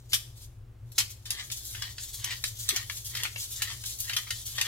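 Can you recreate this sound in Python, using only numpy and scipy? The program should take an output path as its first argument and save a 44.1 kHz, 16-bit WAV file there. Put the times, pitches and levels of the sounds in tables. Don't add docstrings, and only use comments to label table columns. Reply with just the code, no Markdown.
import sys
import numpy as np
from scipy import signal
from scipy.fft import rfft, irfft
from scipy.io import wavfile
from scipy.ndimage import map_coordinates

SR = 44100
rng = np.random.default_rng(int(sys.argv[2]) if len(sys.argv) > 2 else 0)


def generate_wav(signal):
    frames = np.transpose(np.atleast_2d(signal))
    scaled = np.clip(frames, -1, 1) * 32767
    pcm = np.round(scaled).astype(np.int16)
    wavfile.write(sys.argv[1], SR, pcm)


N = 205933
T = np.arange(N) / SR

# f/Hz, level/dB
HUM_PARTIALS = [(59.6, -56), (119.3, -57), (238.8, -78), (357, -79)]
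# f/Hz, level/dB
RUMBLE_SPECTRUM = [(15, -23.5), (33, 3), (45, -16.5), (60, -5.5), (75, 1), (86, -10), (98, 5), (112, 7.5),
                   (124, 1.5), (135, -20), (160, -17.5), (300, -50)]
# f/Hz, level/dB
AIR_SPECTRUM = [(100, -6), (230, -1), (380, 0), (600, -5), (1200, -11), (3000, -17), (6500, -27),
                (15000, -32)]
# t/s, level/dB, f/Hz, t60/s
HAND_KNOCKS = [(0.131, -45.5, 267, 0.08), (0.983, -51.5, 272, 0.089), (2.724, -41.5, 296, 0.033),
               (2.729, -43, 383, 0.07)]
# t/s, level/dB
TRICKLE_CURVE = [(0, -63), (.5, -72), (.65, -90), (1.22, -65), (1.35, -52.5), (4.67, -48)]
# t/s, level/dB, length/s
JAR_JOLTS = [(0.083, -49, 0.059), (0.338, -54, 0.11), (0.85, -70.5, .06), (0.935, -50.5, 0.08),
             (1.088, -46, 0.025), (1.514, -32.5, 0.0068)]
# f/Hz, level/dB
SLIDE_SPECTRUM = [(300, -28.5), (900, -24), (1800, -15.5), (2600, -12.5), (3400, 0), (5000, -1.5),
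                  (7000, 2), (9000, -3), (12000, -1.5), (15500, -7.5)]
# t/s, click/dB, click brightness/dB, rush across/dB, its length/s, rush back/dB
GRIPS = [(1.5, -28, -6, -43.5, 0.093, -41.5), (1.9816, -26, -5, -45, 0.11, -42),
         (2.4389, -14.5, -5.5, -39.5, 0.042, -40.5), (2.8973, -19.5, -14, -42.5, 0.068, -39.5),
         (3.359, -24, -20, -40, 0.091, -39.5), (3.837, -27, 1, -42, 0.098, -39),
         (4.3052, -16, -2, -42.5, 0.091, -39)]
# f/Hz, level/dB, t60/s
BODY_MODES = [(1215, 5.5, 0.0474), (1842, 4.5, 0.029), (2076, -27, 0.053), (3047, 3.5, 0.12),
              (3250, 9.5, 0.022), (3620, -16.5, 0.08), (3620, 0.5, 0.04), (3830, -19, 0.09),
              (4070, -1, 0.047), (4580, 3, 0.055), (4685, -8, 0.13), (5890, -17.5, 0.043),
              (6310, -17, 0.031), (6580, -0.5, 0.038)]
# t/s, level/dB
BITES = [(1.318, -48.5), (1.77, -48), (2.234, -47), (2.70, -46.5), (3.153, -44.5), (3.622, -44.5),
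         (4.094, -45.5), (4.577, -42)]
# f/Hz, level/dB
CRUNCH_SPECTRUM = [(150, -25), (300, -12), (620, -16), (1080, -3.5), (1500, -6.5), (1850, 8.5), (2500, -3),
                   (3300, 6), (5000, 0), (8000, -5), (15000, -38)]
# t/s, level/dB, brightness/dB, crumble t60/s
GRAIN_CRACKS = [(0.1195, -27, 1, 0.043), (0.1312, -9.5, 0, 0.028), (0.1409, -18, 10, .03),
                (0.9177, -44.5, 13, 0.027), (0.9804, -8, 2, 0.077), (1.0012, -14.5, -2.5, 0.049),
                (1.2544, -28, 1, 0.098), (1.3044, -19, 7, 0.015), (1.747, -28, -11, 0.054),
                (1.8208, -19, -7.5, 0.019), (2.2428, -19, 5, 0.012), (2.305, -20.5, -4.5, 0.1),
                (2.689, -13, 4.5, 0.016), (2.706, -21.5, -13, 0.023), (2.7599, -13.5, -1, 0.064),
                (3.1508, -21, -7.5, 0.0095), (3.168, -21, -1, .03), (3.2338, -19, 4, 0.0093),
                (3.2511, -25, -34.5, 0.014), (3.6193, -15.5, 3.5, 0.017), (4.0018, -36, 23.5, .024),
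                (4.0948, -18.5, -11, 0.029), (4.1324, -20.5, -4, 0.026), (4.165, -13, -1.5, 0.034),
                (4.268, -32.5, -23, 0.074), (4.5812, -17, -10, 0.019), (4.6123, -12, 2, 0.013)]


def amp(db):
    return 10 ** (np.asarray(db) / 20)


def unit_energy(x):
    return x / np.sqrt(np.sum(x ** 2, axis=-1, keepdims=True))


def fade(t, t60_s):
    return np.exp(-np.log(1000) * t / max(t60_s, 1e-3))


def add(track, at_s, sound):
    start = int(at_s * SR)
    track[start:start + len(sound)] += sound[:N - start]


def colour(x, spectrum):
    hz, db = np.transpose(spectrum)
    bins_hz = np.maximum(np.fft.rfftfreq(N, 1 / SR), 1)
    shaped = irfft(rfft(x) * amp(np.interp(np.log(bins_hz), np.log(hz), db)), N)
    return shaped / np.sqrt(np.mean(shaped ** 2))


def band(x, lo_hz, hi_hz, order=2):
    sos = signal.butter(order, [lo_hz, hi_hz], "band", fs=SR, output="sos")
    return unit_energy(signal.sosfilt(sos, x))


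def walk(rate_hz):
    return np.interp(T * rate_hz, np.arange(N), rng.standard_normal(N))


def grains(rate_hz, spread_db, size=N):
    lands = rng.random(size) < rate_hz / SR
    strength = amp(spread_db * np.minimum(rng.exponential(size=size), 4))
    return lands * strength * rng.choice([-1, 1], size)


def swells(rows, rise_share, fall_s):
    power = np.zeros(N)
    for at_s, db, length_s in rows:
        t = T[:int((length_s + 6 * fall_s) * SR)]
        rise = np.minimum(t / (rise_share * length_s), 1)
        fall = np.exp(-np.maximum(t - length_s, 0) / fall_s)
        add(power, at_s, (amp(db) * rise * fall) ** 2)
    return np.sqrt(power)


def moving_convolve(x, response, size=4096):
    window = signal.get_window("hann", size)
    out = np.zeros((len(response()), N))
    for start in range(0, N, size // 2):
        frame = x[start:start + size]
        wet = signal.fftconvolve((frame * window[:len(frame)])[None], response())
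        out[:, start:start + wet.shape[1]] += wet[:, :N - start]
    return out


def pan(left_over_right_db):
    return amp(np.array([[left_over_right_db], [-left_over_right_db]]) / 2)


def background(rumble_db=-48.5, air_db=-65, air_width=0.99):
    hum = sum(np.sqrt(2) * amp(db + walk(rate_hz=3.13)) * np.sin(2 * np.pi * (hz * T + rng.random()))
              for hz, db in HUM_PARTIALS)
    rumble = amp(rumble_db) * colour(rng.standard_normal(N), RUMBLE_SPECTRUM)
    air = colour(rng.standard_normal(N) + air_width * rng.standard_normal((2, N)), AIR_SPECTRUM)
    return (hum + rumble) * pan(2) + amp(air_db) * air


def kitchen(x, direct_db=-3, early_db=-1, late_db=-12, right_lag_s=95e-6, size=14000):
    t = T[:size]
    lag_s = right_lag_s * (1 + 0.48 * walk(rate_hz=5.037))
    direct = np.array([x, map_coordinates(x, [(T - lag_s) * SR], order=5)])
    early = amp(early_db) * unit_energy(fade(t, t60_s=0.11))
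    late = amp(late_db) * unit_energy(fade(t, t60_s=0.4) * np.minimum(t / 0.01, 1))
    decay = np.hypot(early, late)
    echoes = moving_convolve(x, lambda: decay * rng.standard_normal((2, size)))
    return (amp(direct_db) * direct + echoes) * pan(2.5)


def knocks():
    out, t = np.zeros(N), T[:8192]
    for at_s, db, hz, t60_s in HAND_KNOCKS:
        add(out, at_s, amp(db) * np.sin(2 * np.pi * hz * t) * fade(t, t60_s))
    return out


def flow(wall_hits, across_delay_s=0.0047, settle_db=-6.5, settle_s=0.12, sift_db=-29, sift_s=0.14):
    rushes = [(s + across_delay_s, db, length_s) for s, _, _, db, length_s, _ in GRIPS]
    across = swells(rushes, rise_share=0.21, fall_s=0.01)
    run_ons = [(s, db + settle_db, settle_s) for s, db in wall_hits]
    settling = swells(run_ons, rise_share=0.15, fall_s=0.018)
    sifts = [(s, sift_db + 0.54 * db, sift_s) for s, db in BITES]
    sifting = swells(sifts, rise_share=0.086, fall_s=0.024)
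    jolts = swells(JAR_JOLTS, rise_share=0.4, fall_s=0.01)
    trickle = amp(np.interp(T, *np.transpose(TRICKLE_CURVE)))
    return np.sqrt(across ** 2 + settling ** 2 + sifting ** 2 + jolts ** 2 + trickle ** 2)


def slide(gain_db=3.5, back_delay_s=0.1454, back_s=0.021, tilt_db_per_oct=2):
    running = grains(rate_hz=7000, spread_db=3) * amp(2.8 * walk(rate_hz=80))
    wall_hits = [(s + back_delay_s, db) for s, *_, db in GRIPS]
    sliding = colour(running, SLIDE_SPECTRUM) * flow(wall_hits)
    back = swells([(s, db, back_s) for s, db in wall_hits], rise_share=0.22, fall_s=0.017)
    wall_spectrum = [(hz, db + tilt_db_per_oct * np.log2(hz)) for hz, db in SLIDE_SPECTRUM]
    striking = colour(grains(rate_hz=5000, spread_db=4), wall_spectrum) * back
    return (sliding + striking) * amp(gain_db)


def body(x, ring_db=-14, vary_db=3):
    t = T[:4096]
    modes = np.array([amp(db) * np.sin(2 * np.pi * hz * t) * fade(t, t60_s)
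                      for hz, db, t60_s in BODY_MODES])

    def ring():
        shape = (1, len(BODY_MODES))
        weights = amp(vary_db * rng.standard_normal(shape)) * rng.choice([-1, 1], shape)
        return unit_energy(weights @ modes)

    return x + amp(ring_db) * moving_convolve(x, ring)[0]


def crunch(gain_db=6.5, lead_s=0.06, twist_s=0.16):
    crushed = grains(rate_hz=1700, spread_db=4.5) * amp(2 * walk(rate_hz=110))
    load = swells([(s - lead_s, db, twist_s) for s, db in BITES], rise_share=0.66, fall_s=0.022)
    return colour(crushed, CRUNCH_SPECTRUM) * load * amp(gain_db)


def cracks(gain_db=9, low_db=-21, mid_db=-12, treble_db=-15.5, snap=0.18, rise_s=0.0024, size=6144):
    out, t = np.zeros(N), T[:size]
    click_t60_s = 0.017
    clicks = [(s, db, bright_db, click_t60_s) for s, db, bright_db, *_ in GRIPS]
    for at_s, db, bright_db, t60_s in GRAIN_CRACKS + clicks:
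        fragments = grains(rate_hz=16000, spread_db=2, size=size)
        burst = unit_energy(fragments * fade(t, t60_s) * np.minimum(t / rise_s, 1))
        burst[0] += snap
        low = amp(low_db - 0.45 * bright_db) * band(burst, 1550, 2350, order=1)
        mid = amp(mid_db) * band(burst, 2750, 5800)
        treble = amp(treble_db + bright_db) * band(burst, 5800, 14000)
        add(out, at_s, amp(db + gain_db) * (low - mid + treble) * np.sqrt(SR / 1000))
    return out


def scene():
    grinder = body(cracks() + crunch()) + slide() + knocks()
    return kitchen(grinder) + background()


def record(dry):
    return signal.sosfilt(signal.ellip(10, 0.2, 70, 15800, fs=SR, output="sos"), dry)


dry = scene()
out = record(dry)
generate_wav(out)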